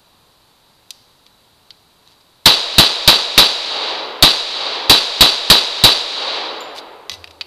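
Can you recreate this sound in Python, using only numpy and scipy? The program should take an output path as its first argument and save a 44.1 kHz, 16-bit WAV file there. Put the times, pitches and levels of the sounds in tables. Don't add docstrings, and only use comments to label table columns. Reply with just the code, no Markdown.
import sys
import numpy as np
from scipy import signal
from scipy.fft import rfft, irfft, next_fast_len
from scipy.io import wavfile
from scipy.ndimage import minimum_filter1d

SR = 44100
rng = np.random.default_rng(int(sys.argv[2]) if len(sys.argv) > 2 else 0)


def digitize_waveform(pressure):
    field = np.atleast_2d(pressure).T
    bounded = np.clip(field, -1, 1)
    quanta = np.round(bounded * 32767).astype(np.int16)
    wavfile.write(sys.argv[1], SR, quanta)


N = 328986
TIME = np.arange(2 * SR + SR // 2) / SR
FRAME = 1024

# start_s, low_push_db (relative to BLAST)
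SHOTS = [(2.4579, -4.5), (2.7828, 2.5), (3.0764, -10), (3.3781, -1.5), (4.2247, 4.5), (4.8966, -4.5),
         (5.2080, 1.5), (5.5006, 2), (5.8380, 4)]
# delay_s, relative_db, length_s
BLAST = [(0, 26, 0.0021), (0.0123, 21, .0024)]
# pitch_hz, relative_db (per Hz, at the shot), t60_s
MUZZLE = [(25, -15, 0.052), (73.6, -16.5, 0.1), (130.5, -6.5, 0.085), (403, -21, 0.13), (940, -16, 0.12),
          (4040, -21, 0.1), (13300, -29.5, 0.13)]
# pitch_hz, relative_db (per Hz, at the shot), t60_s
BUSHES = [(25, -24, 0.27), (70, -51, 0.19), (140, -33.5, 0.36), (300, -27, 0.45), (551, -23.5, 0.6),
          (980, -22, 0.47), (1850, -34, 0.72), (3700, -31, 0.43), (6800, -36, 0.63), (13000, -41, 0.2)]
# pitch_hz, relative_db (per Hz, at the shot), t60_s
WOOD = [(25, -34.5, 0.76), (80, -69, 1.9), (190, -60.5, 2.04), (287, -52, 3.26), (454, -40.5, 2.67),
        (955, -39.5, 2.4), (1810, -45.7, 1.98), (3700, -41.5, 1.22), (6720, -45, 1.03), (9860, -51, 0.81),
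        (12470, -57.5, 0.61)]
# delay_s, relative_db
TRUNKS = [(.0148, 28), (0.0181, 32), (.038, 17.5), (0.0538, 27.3)]
# pitch_hz, relative_db, t60_s
PLATE = [(871, -6, .12), (966, -6, .12), (1110, -7, .12), (2520, -10, .2), (2728, -8, .2), (3227, -10, .2),
         (3500, -10, .25), (3882, -13, .25), (4501, -13, .25)]
# start_s, level_db, hollow_knock_db, brightness_db (6 kHz and up), chatter_gap_s
CLICKS = [(0.9062, -18.7, -5, 4, .001), (1.706, -26, -3, -10, .0015), (6.786, -20.5, -14, -6, 0.0043),
          (7.0962, -12, 1, -2, 0.021), (7.2428, -24, 8, -5, .0325), (7.3104, -35.5, 0, -2, .002),
          (7.4108, -13.8, 5, -11, 0.0047)]
# pitch_hz, gain_db
SNAP = [(200, -18.5), (900, -8.5), (1600, -8), (2600, -1), (3300, -5.5), (4000, -8), (4800, -4), (6000, 0),
        (10000, -9), (14000, -16.5)]
# pitch_hz, relative_db, t60_s
BRASS = [(7135, 3, 0.11), (7160, -9, .45), (11900, -11, .13)]
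# pitch_hz, relative_db, t60_s
MAGAZINE = [(176, -6.5, 0.071), (2005, -0.5, 0.11), (2840, -13, .07), (3397, -9, .08), (3850, -5, 0.056),
            (4590, -16, 0.08), (6067, -1, 0.11)]
# pitch_hz, relative_db, t60_s
HUM = [(81.7, -0.5, 1.5), (92.2, 5, 0.57)]
# start_s, length_s, level_db
SLIDES = [(1.255, .025, -51), (2.037, .13, -55), (2.2, .02, -51), (6.743, 0.068, -34.5),
          (7.098, 0.068, -35.5)]
# pitch_hz, level_db (per Hz)
AIR = [(25, -88), (100, -83), (300, -87.5), (1000, -86), (2000, -98), (4000, -104), (8000, -106),
       (14000, -110)]
# pitch_hz, gain_db
MICROPHONE = [(450, -2.3), (650, -3.8), (950, -1.5), (1550, -2.6), (2200, -0.4), (3100, 6.5), (3600, 11),
              (3930, 17.5), (4250, 10.5), (4600, 14), (5300, 1), (7000, -7), (14000, -2)]
# pitch_hz, gain_db
TREBLE = [(14000, 0), (14400, -23), (16000, -38)]
TOP_HZ = 16000

SHOT_DB = -0.44
FRESH_SHARE = 0.36
STEMS_PER_S = 4000
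STRIKER_LEAD_S, STRIKER_DB, STRIKER_T60_S = 0.002, -27.5, 0.02
FLIGHT_S, PLATE_DB = 0.042, -1.5
CRACK_DB, RATTLE_T60_S = 16.5, 0.021
CHATTER_LOSS_DB, CRACK_LOSS_DB = 7, 2
RETURN_DB, RETURN_T60_S = -28.5, 0.75
CASE_S, CASE_DB = 6.606, -31.5
SEAT_S, SEAT_DB = 7.097, -34.5
SEAT_GAP_S, SEAT_JITTER_S, SEAT_LOSS_DB = 0.016, 0.001, 3
HUM_S, HUM_DB, HUM_ATTACK_S = 7.115, -42, 0.02


def amp(db):
    return 10 ** (np.asarray(db) / 20)


def along(points, hz, axis=1):
    columns = np.transpose(points)
    return np.interp(np.log(hz + 1), np.log(columns[0] + 1), columns[axis])


def add(track, s, sound):
    start = round(s * SR)
    track[start:start + len(sound)] += sound[:N - start]


def coloured(x, points):
    m = 2 * next_fast_len(len(x) // 2 + 4096)
    gain = amp(along(points, np.fft.rfftfreq(m, 1 / SR)))
    cepstrum = irfft(np.log(gain), m)
    cepstrum[1:m // 2] *= 2
    cepstrum[m // 2 + 1:] = 0
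    response = np.exp(rfft(cepstrum))
    return irfft(rfft(x, m) * response, m)[:len(x)]


def white(size):
    return rng.standard_normal(size) * np.sqrt(SR / 2)


def dying(table, density=SR):
    size = len(TIME) + FRAME
    share = min(density / SR, 1)
    pulses = white(size) * (rng.random(size) < share) / np.sqrt(share)
    hz, t, spectrum = signal.stft(pulses, SR, nperseg=FRAME)
    age = np.maximum(t - FRAME / SR, 0)
    start_db = along(table, hz)[:, None]
    t60 = along(table, hz, axis=2)[:, None]
    faded = spectrum * amp(start_db - 60 * age / t60)
    sound = signal.istft(faded, SR, nperseg=FRAME)[1]
    return sound[FRAME:][:len(TIME)]


def ring(modes):
    t = TIME[:SR // 2]
    return sum(amp(db - 60 * t / t60) * np.sin(2 * np.pi * hz * t) for hz, db, t60 in modes)


def shock(length):
    u = TIME[:SR // 4] / length
    return (1 - u) * np.exp(-u)


def striker():
    t = TIME[:SR // 50]
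    burst = coloured(rng.standard_normal(len(t)), SNAP)
    return amp(STRIKER_DB - 60 * t / STRIKER_T60_S) * burst


def pistol():
    out = np.zeros(N)
    forest = dying(BUSHES, density=STEMS_PER_S) + dying(WOOD)
    bark = [(100, -7), (600, -0.5), (1500, -3.5), (4000, -20.5), (14000, -16.5)]  # pitch_hz, gain_db
    echo = coloured(shock(0.00025), bark)
    clang = ring(PLATE)
    for s, low_db in SHOTS:
        add(out, s - STRIKER_LEAD_S, striker())
        fresh = dying(BUSHES) + dying(WOOD)
        answer = (forest + FRESH_SHARE * fresh) / np.hypot(1, FRESH_SHARE)
        add(out, s, amp(SHOT_DB) * (dying(MUZZLE) + answer))
        for sign, (delay, push_db, length) in zip((1, -1), BLAST):
            add(out, s + delay, sign * amp(push_db + low_db) * shock(length))
        add(out, s + FLIGHT_S, amp(PLATE_DB) * clang)
        for delay, echo_db in TRUNKS:
            add(out, s + delay, amp(SHOT_DB + echo_db) * echo)
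    return out


def clicks():
    out, t = np.zeros(N), TIME[:SR // 3]
    rattle = amp(-60 * t / RATTLE_T60_S)
    bushes = amp(RETURN_DB - 60 * t / RETURN_T60_S)
    for s, db, knock_db, bright_db, gap in CLICKS:
        colour = [(1300, knock_db - 0.5), (2650, knock_db), (3400, -1), (4450, 1.5), (6000, bright_db)]
        for k in range(3):
            contact = rng.standard_normal(len(t)) * (rattle + bushes)
            contact[0] += amp(CRACK_DB - CRACK_LOSS_DB * k)
            sound = coloured(coloured(contact, SNAP), colour)
            add(out, s + k * gap, amp(db - CHATTER_LOSS_DB * k) * sound)
    return out


def magazine_change():
    out, t = np.zeros(N), TIME[:SR // 2]
    add(out, CASE_S, amp(CASE_DB) * ring(BRASS))
    for k in range(4):
        s = SEAT_S + k * SEAT_GAP_S + rng.uniform(0, SEAT_JITTER_S)
        add(out, s, amp(SEAT_DB - SEAT_LOSS_DB * k) * ring(MAGAZINE))
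    swell = 1 - np.exp(-t / HUM_ATTACK_S)
    add(out, HUM_S, amp(HUM_DB) * ring(HUM) * swell)
    return out


def slides(grain_db=5):
    out, t = np.zeros(N), TIME[:SR // 2]
    for s, length, db in SLIDES:
        stroke = np.sin(np.pi * np.minimum(t / length, 1))
        catches = amp(grain_db * rng.standard_normal(len(t) // 50).repeat(50))
        rub = stroke * catches * rng.standard_normal(len(t))
        add(out, s, amp(db) * coloured(rub, SNAP))
    return out


def forest_air():
    return coloured(white(N), AIR)


def scene():
    return (pistol() + clicks() + magazine_change() + slides() + forest_air())[None]


def gain_control(x, target_db=-18.5, range_db=18, release_db=60, window=0.0079, hold=0.028):
    keep = np.exp(-1 / (window * SR))
    power = signal.lfilter([1 - keep], [1, -keep], x ** 2)
    level = 10 * np.log10(power + 1e-12)
    reach = int(hold * SR / 2)
    held = -minimum_filter1d(-level, 2 * reach + 1, origin=reach)
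    wanted = np.clip(held - target_db, 0, range_db)
    ramp = release_db * np.arange(N) / SR
    cut = np.maximum.accumulate(wanted + ramp) - ramp
    return x * amp(-cut)


def record(dry, ceiling_db=-0.5):
    hiss = amp(-104) * white(N)
    x = gain_control(coloured(dry[0], MICROPHONE) + hiss)
    x = np.clip(x, -amp(ceiling_db), amp(ceiling_db))
    hz = np.fft.rfftfreq(N, 1 / SR)
    band = amp(along(TREBLE, hz)) * (hz < TOP_HZ)
    return irfft(rfft(x) * band, N)[None]


dry = scene()
out = record(dry)
digitize_waveform(out)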